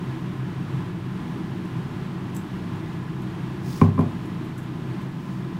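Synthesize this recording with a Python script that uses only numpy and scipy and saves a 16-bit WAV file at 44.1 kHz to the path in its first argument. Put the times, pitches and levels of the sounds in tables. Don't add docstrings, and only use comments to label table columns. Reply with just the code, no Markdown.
import sys
import numpy as np
from scipy import signal
from scipy.fft import rfft, irfft
from scipy.io import wavfile
from scipy.ndimage import uniform_filter1d

SR = 44100
rng = np.random.default_rng(int(sys.argv[2]) if len(sys.argv) > 2 else 0)


def wav_out(sig):
    wavfile.write(sys.argv[1], SR, np.round(np.clip(np.atleast_2d(sig).T, -1, 1) * 32767).astype(np.int16))


N = 246651
T_S = np.arange(N) / SR
F_HZ = np.fft.rfftfreq(N, 1 / SR)


def amp(db):
    return 10 ** (np.asarray(db) / 20)


def unit_rms(x):
    return x / np.sqrt(np.mean(x ** 2) + 1e-20)


def curve_at(points, f_hz):
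    knots_hz, values = np.transpose(points)
    return np.interp(np.log(f_hz + 1), np.log(knots_hz + 1), values)


def shaped_noise(gain):
    return irfft(rfft(rng.standard_normal(N)) * gain, N)


def hiss(spectrum):
    return unit_rms(shaped_noise(amp(curve_at(spectrum, F_HZ))))


def flutter(band_hz):
    return unit_rms(shaped_noise(np.exp(-(F_HZ / band_hz) ** 2)))


def peak_power(peaks):
    return sum(amp(db) ** 2 * 0.5 ** ((2 * (F_HZ - hz) / width_hz) ** 2) for hz, width_hz, db in peaks)


def burst(start_s, rise_s, decay_s):
    age_s = np.maximum(T_S - start_s, 0)
    return np.minimum(age_s / rise_s, 1) * np.exp(-np.maximum(age_s - rise_s, 0) / decay_s)


# f/Hz, density/(dB per Hz)
AIR_SPECTRUM = [(20, -76.5), (75, -67), (110, -60), (215, -62), (345, -61), (430, -71), (530, -79),
                (640, -76), (1150, -75.5), (2300, -84), (3200, -86), (5500, -98), (10000, -104.5),
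                (16000, -109.5)]
# f/Hz, width/Hz, density/(dB per Hz)
WHIRR_PEAKS = [(103, 3.8, -51), (237.7, 7.3, -54.5), (320.5, 26, -58.5), (366, 8.7, -61), (878, 71, -76.5),
               (1023, 63, -71), (1695, 37, -76.5), (1937, 82, -83.5), (5530, 230, -100)]


def fan_air(swell_db=0.74):
    power_per_hz = amp(curve_at(AIR_SPECTRUM, F_HZ)) ** 2 + peak_power(WHIRR_PEAKS)
    rush = shaped_noise(np.sqrt(power_per_hz * SR / 2))
    return rush * amp(swell_db * flutter(band_hz=4))


# f/Hz, width/Hz, level/dB
DEEP_PEAK = [(129.9, 8.9, 0)]
# f/Hz, width/Hz, level/dB
CLUSTER_PEAKS = [(161.9, 7.8, -1.5), (176.3, 5.7, -1.2), (190.24, 5.2, 0.5)]
# t/s, deep level/dB, cluster level/dB
HUM_DRIFT = [(0, -33, -35), (0.85, -31.5, -33.5), (1.3, -40, -32.5), (1.7, -33.5, -33), (2.4, -39, -34),
             (3.6, -33.5, -34.5), (4.35, -39, -34), (4.6, -33.5, -36.5), (5.59, -36, -33.5)]


def fan_hum(deep_steady_s=0.32, cluster_steady_s=0.27):
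    t_s, deep_db, cluster_db = np.transpose(HUM_DRIFT)
    bands = [(DEEP_PEAK, deep_db, deep_steady_s), (CLUSTER_PEAKS, cluster_db, cluster_steady_s)]
    out = np.zeros(N)
    for peaks, level_db, steady_s in bands:
        tone = unit_rms(shaped_noise(np.sqrt(peak_power(peaks))))
        running_rms = np.sqrt(uniform_filter1d(tone ** 2, int(steady_s * SR)) + 1e-3)
        out += amp(np.interp(T_S, t_s, level_db)) * tone / running_rms
    return out


# f/Hz, relative density/dB
SCRAPE_SPECTRUM = [(1500, 3), (4500, -14), (6500, 5), (9000, -1), (12000, 4), (15500, -13.5)]
# f/Hz, relative density/dB
CAP_SPECTRUM = [(5500, -14), (7000, -11), (7250, -4), (8000, 2), (8500, -10), (13500, -16), (14800, -9),
                (16000, -20)]
# t/s, level/dB, decay/s, ring share of power/1
TOUCHES = [(1.652, -56, .004, 0.18), (2.343, -49, .022, 0.33), (2.3633, -39, 0.0049, 0.88),
           (3.216, -56, 0.013, 0), (3.991, -47, 0.0027, 0.06), (4.008, -51, .002, 0),
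           (4.251, -59, 0.016, 0), (4.436, -61, .03, 0), (4.576, -49.5, 0.013, 0.24), (4.622, -61, .025, 0),
           (5.01, -60, 0.02, 0.17)]


def handling_clicks(min_rise_s=0.0014, rise_per_decay=0.26):
    scrape, ring = hiss(SCRAPE_SPECTRUM), hiss(CAP_SPECTRUM)
    out = np.zeros(N)
    for start_s, level_db, decay_s, ring_share in TOUCHES:
        envelope = burst(start_s, min_rise_s + rise_per_decay * decay_s, decay_s)
        contact = np.sqrt(1 - ring_share) * scrape + np.sqrt(ring_share) * ring
        out += amp(level_db) * envelope * contact
    return out


# f/Hz, relative density/dB
CLOTH_SPECTRUM = [(1500, -12), (3200, -1), (4500, 5.5), (5200, 7), (5800, 2), (6400, 3), (8500, -2),
                  (11000, -4), (13200, -8), (15000, -2), (16000, 0)]
# t/s, length/s, level/dB
STROKES = [(3.6, 0.31, -47.5), (3.98, 0.46, -66), (5.06, 0.46, -62)]


def cloth_brush(grain_db=1.5, speed_exponent=1.2, peak_fraction=0.46):
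    envelope = np.zeros(N)
    for start_s, length_s, level_db in STROKES:
        speed = np.interp((T_S - start_s) / length_s, [0, peak_fraction, 1], [0, 1, 0])
        envelope += amp(level_db) * np.sin(np.pi / 2 * speed) ** speed_exponent
    grain = amp(grain_db * flutter(band_hz=200))
    return hiss(CLOTH_SPECTRUM) * envelope * grain


def struck_body(modes, build_cycles, travel_s, tilt_db_per_oct=0):
    out, lowest_hz = np.zeros(SR), modes[0][0]
    for k, (f_hz, level_db, t60_s) in enumerate(modes):
        delay_s = travel_s * np.sqrt(lowest_hz / f_hz)
        age_s = np.maximum(T_S[:SR] - delay_s, 0)
        gain = amp(level_db + tilt_db_per_oct * np.log2(f_hz / lowest_hz))
        build = 1 - np.exp(-age_s * f_hz / build_cycles)
        decay = np.exp(-np.log(1000) * age_s / t60_s)
        polarity = (-1) ** (k // 2)
        out += polarity * gain * build * decay * np.sin(2 * np.pi * f_hz * age_s)
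    return out


# f/Hz, relative density/dB
TICK_SPECTRUM = [(500, -3), (1500, 14), (2700, 6), (4000, -3.5), (7000, -13), (12000, -22), (16000, -18)]
# f/Hz, level/dB, t60/s
BOTTLE_MODES = [(870, -12, 0.021), (1052, 4, 0.018), (1170, -20, 0.019), (1570, -18.5, 0.018),
                (2376, -28.5, 0.042)]
# f/Hz, level/dB, t60/s
DESK_MODES = [(79, -38, 0.34), (99.3, -10, 0.48), (133, -21, 0.57), (144, -17.5, 0.53), (164.7, -5.5, 0.18),
              (194, -11, 0.13), (226.8, -11.5, 0.345), (251.5, -6.5, 0.15), (314, -24.5, 0.31),
              (390, -18, 0.27), (488.6, -25, 0.13), (553, -34, 0.054), (640, -23, 0.048),
              (760, -21.5, 0.025)]
# f/Hz, relative density/dB
CLATTER_SPECTRUM = [(150, -27), (350, 13.5), (550, 4), (800, 6.5), (1200, -4), (1500, -12), (2600, -17),
                    (4000, -31), (9000, -43)]
# t/s, boom level/dB, hardness/(dB per octave), clack level/dB, tick level/dB
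BLOWS = [(3.8140, 1, -1, 1, -25.5), (3.9773, -16.5, 2, -12.5, -50), (3.9890, -10.5, 3.5, -9.5, -42),
         (4.0079, -40, -1, -17.5, -35), (4.0140, -18, -8, -24, -58)]


def bottle_on_desk(tick_decay_s=0.0026, clatter_re_clack_db=-25, clatter_decay_s=0.035):
    tick, clatter = hiss(TICK_SPECTRUM), hiss(CLATTER_SPECTRUM)
    clack = struck_body(BOTTLE_MODES, build_cycles=4.4, travel_s=0.00099)
    out = np.zeros(N)
    for start_s, boom_db, hardness, clack_db, tick_db in BLOWS:
        start = round(start_s * SR)
        boom = struck_body(DESK_MODES, build_cycles=1, travel_s=0.0023, tilt_db_per_oct=hardness)
        out[start:start + SR] += amp(boom_db) * boom + amp(clack_db) * clack
        out += amp(tick_db) * tick * burst(start_s, rise_s=0.00069, decay_s=tick_decay_s)
        clatter_envelope = burst(start_s, rise_s=0.0028, decay_s=clatter_decay_s)
        out += amp(clack_db + clatter_re_clack_db) * clatter * clatter_envelope
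    return out


# delay/s, level/dB
REFLECTIONS = [(0.0121, -26), (0.023, -18), (.034, -30)]


def early_echoes(x):
    return sum(amp(level_db) * np.interp(T_S - delay_s, T_S, x) for delay_s, level_db in REFLECTIONS)


# f/Hz, t60/s
ROOM_T60 = [(100, 0.7), (300, 0.58), (600, 0.6), (1000, 0.38), (4000, 0.23), (15000, 0.23)]


def room_tail(x, onset_s=0.0097):
    f_hz, t_s, bands = signal.stft(rng.standard_normal(SR), SR, nperseg=256)
    decay = np.exp(-np.log(1000) * t_s / curve_at(ROOM_T60, f_hz)[:, None])
    tail = signal.istft(bands * decay, SR)[1][:SR] * (T_S[:SR] > onset_s)
    return signal.fftconvolve(x, tail / np.linalg.norm(tail))[:N]


def scene(knock_send_db=-22, bright_send_db=-14, handling_send_db=-9, split_hz=420):
    knocks = bottle_on_desk()
    handling = handling_clicks() + cloth_brush()
    bright_knocks = signal.sosfilt(signal.butter(2, split_hz, "high", fs=SR, output="sos"), knocks)
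    reverb = room_tail(amp(knock_send_db) * knocks + amp(handling_send_db) * handling)
    reverb += amp(bright_send_db) * room_tail(bright_knocks)
    return (fan_air() + fan_hum() + handling + knocks + early_echoes(bright_knocks) + reverb)[None]


def record(dry, cutoff_hz=15800):
    lowpass = signal.firwin(801, cutoff_hz, window=("kaiser", 9), fs=SR)
    return signal.oaconvolve(dry, lowpass[None], "same")


dry = scene()
out = record(dry)
wav_out(out)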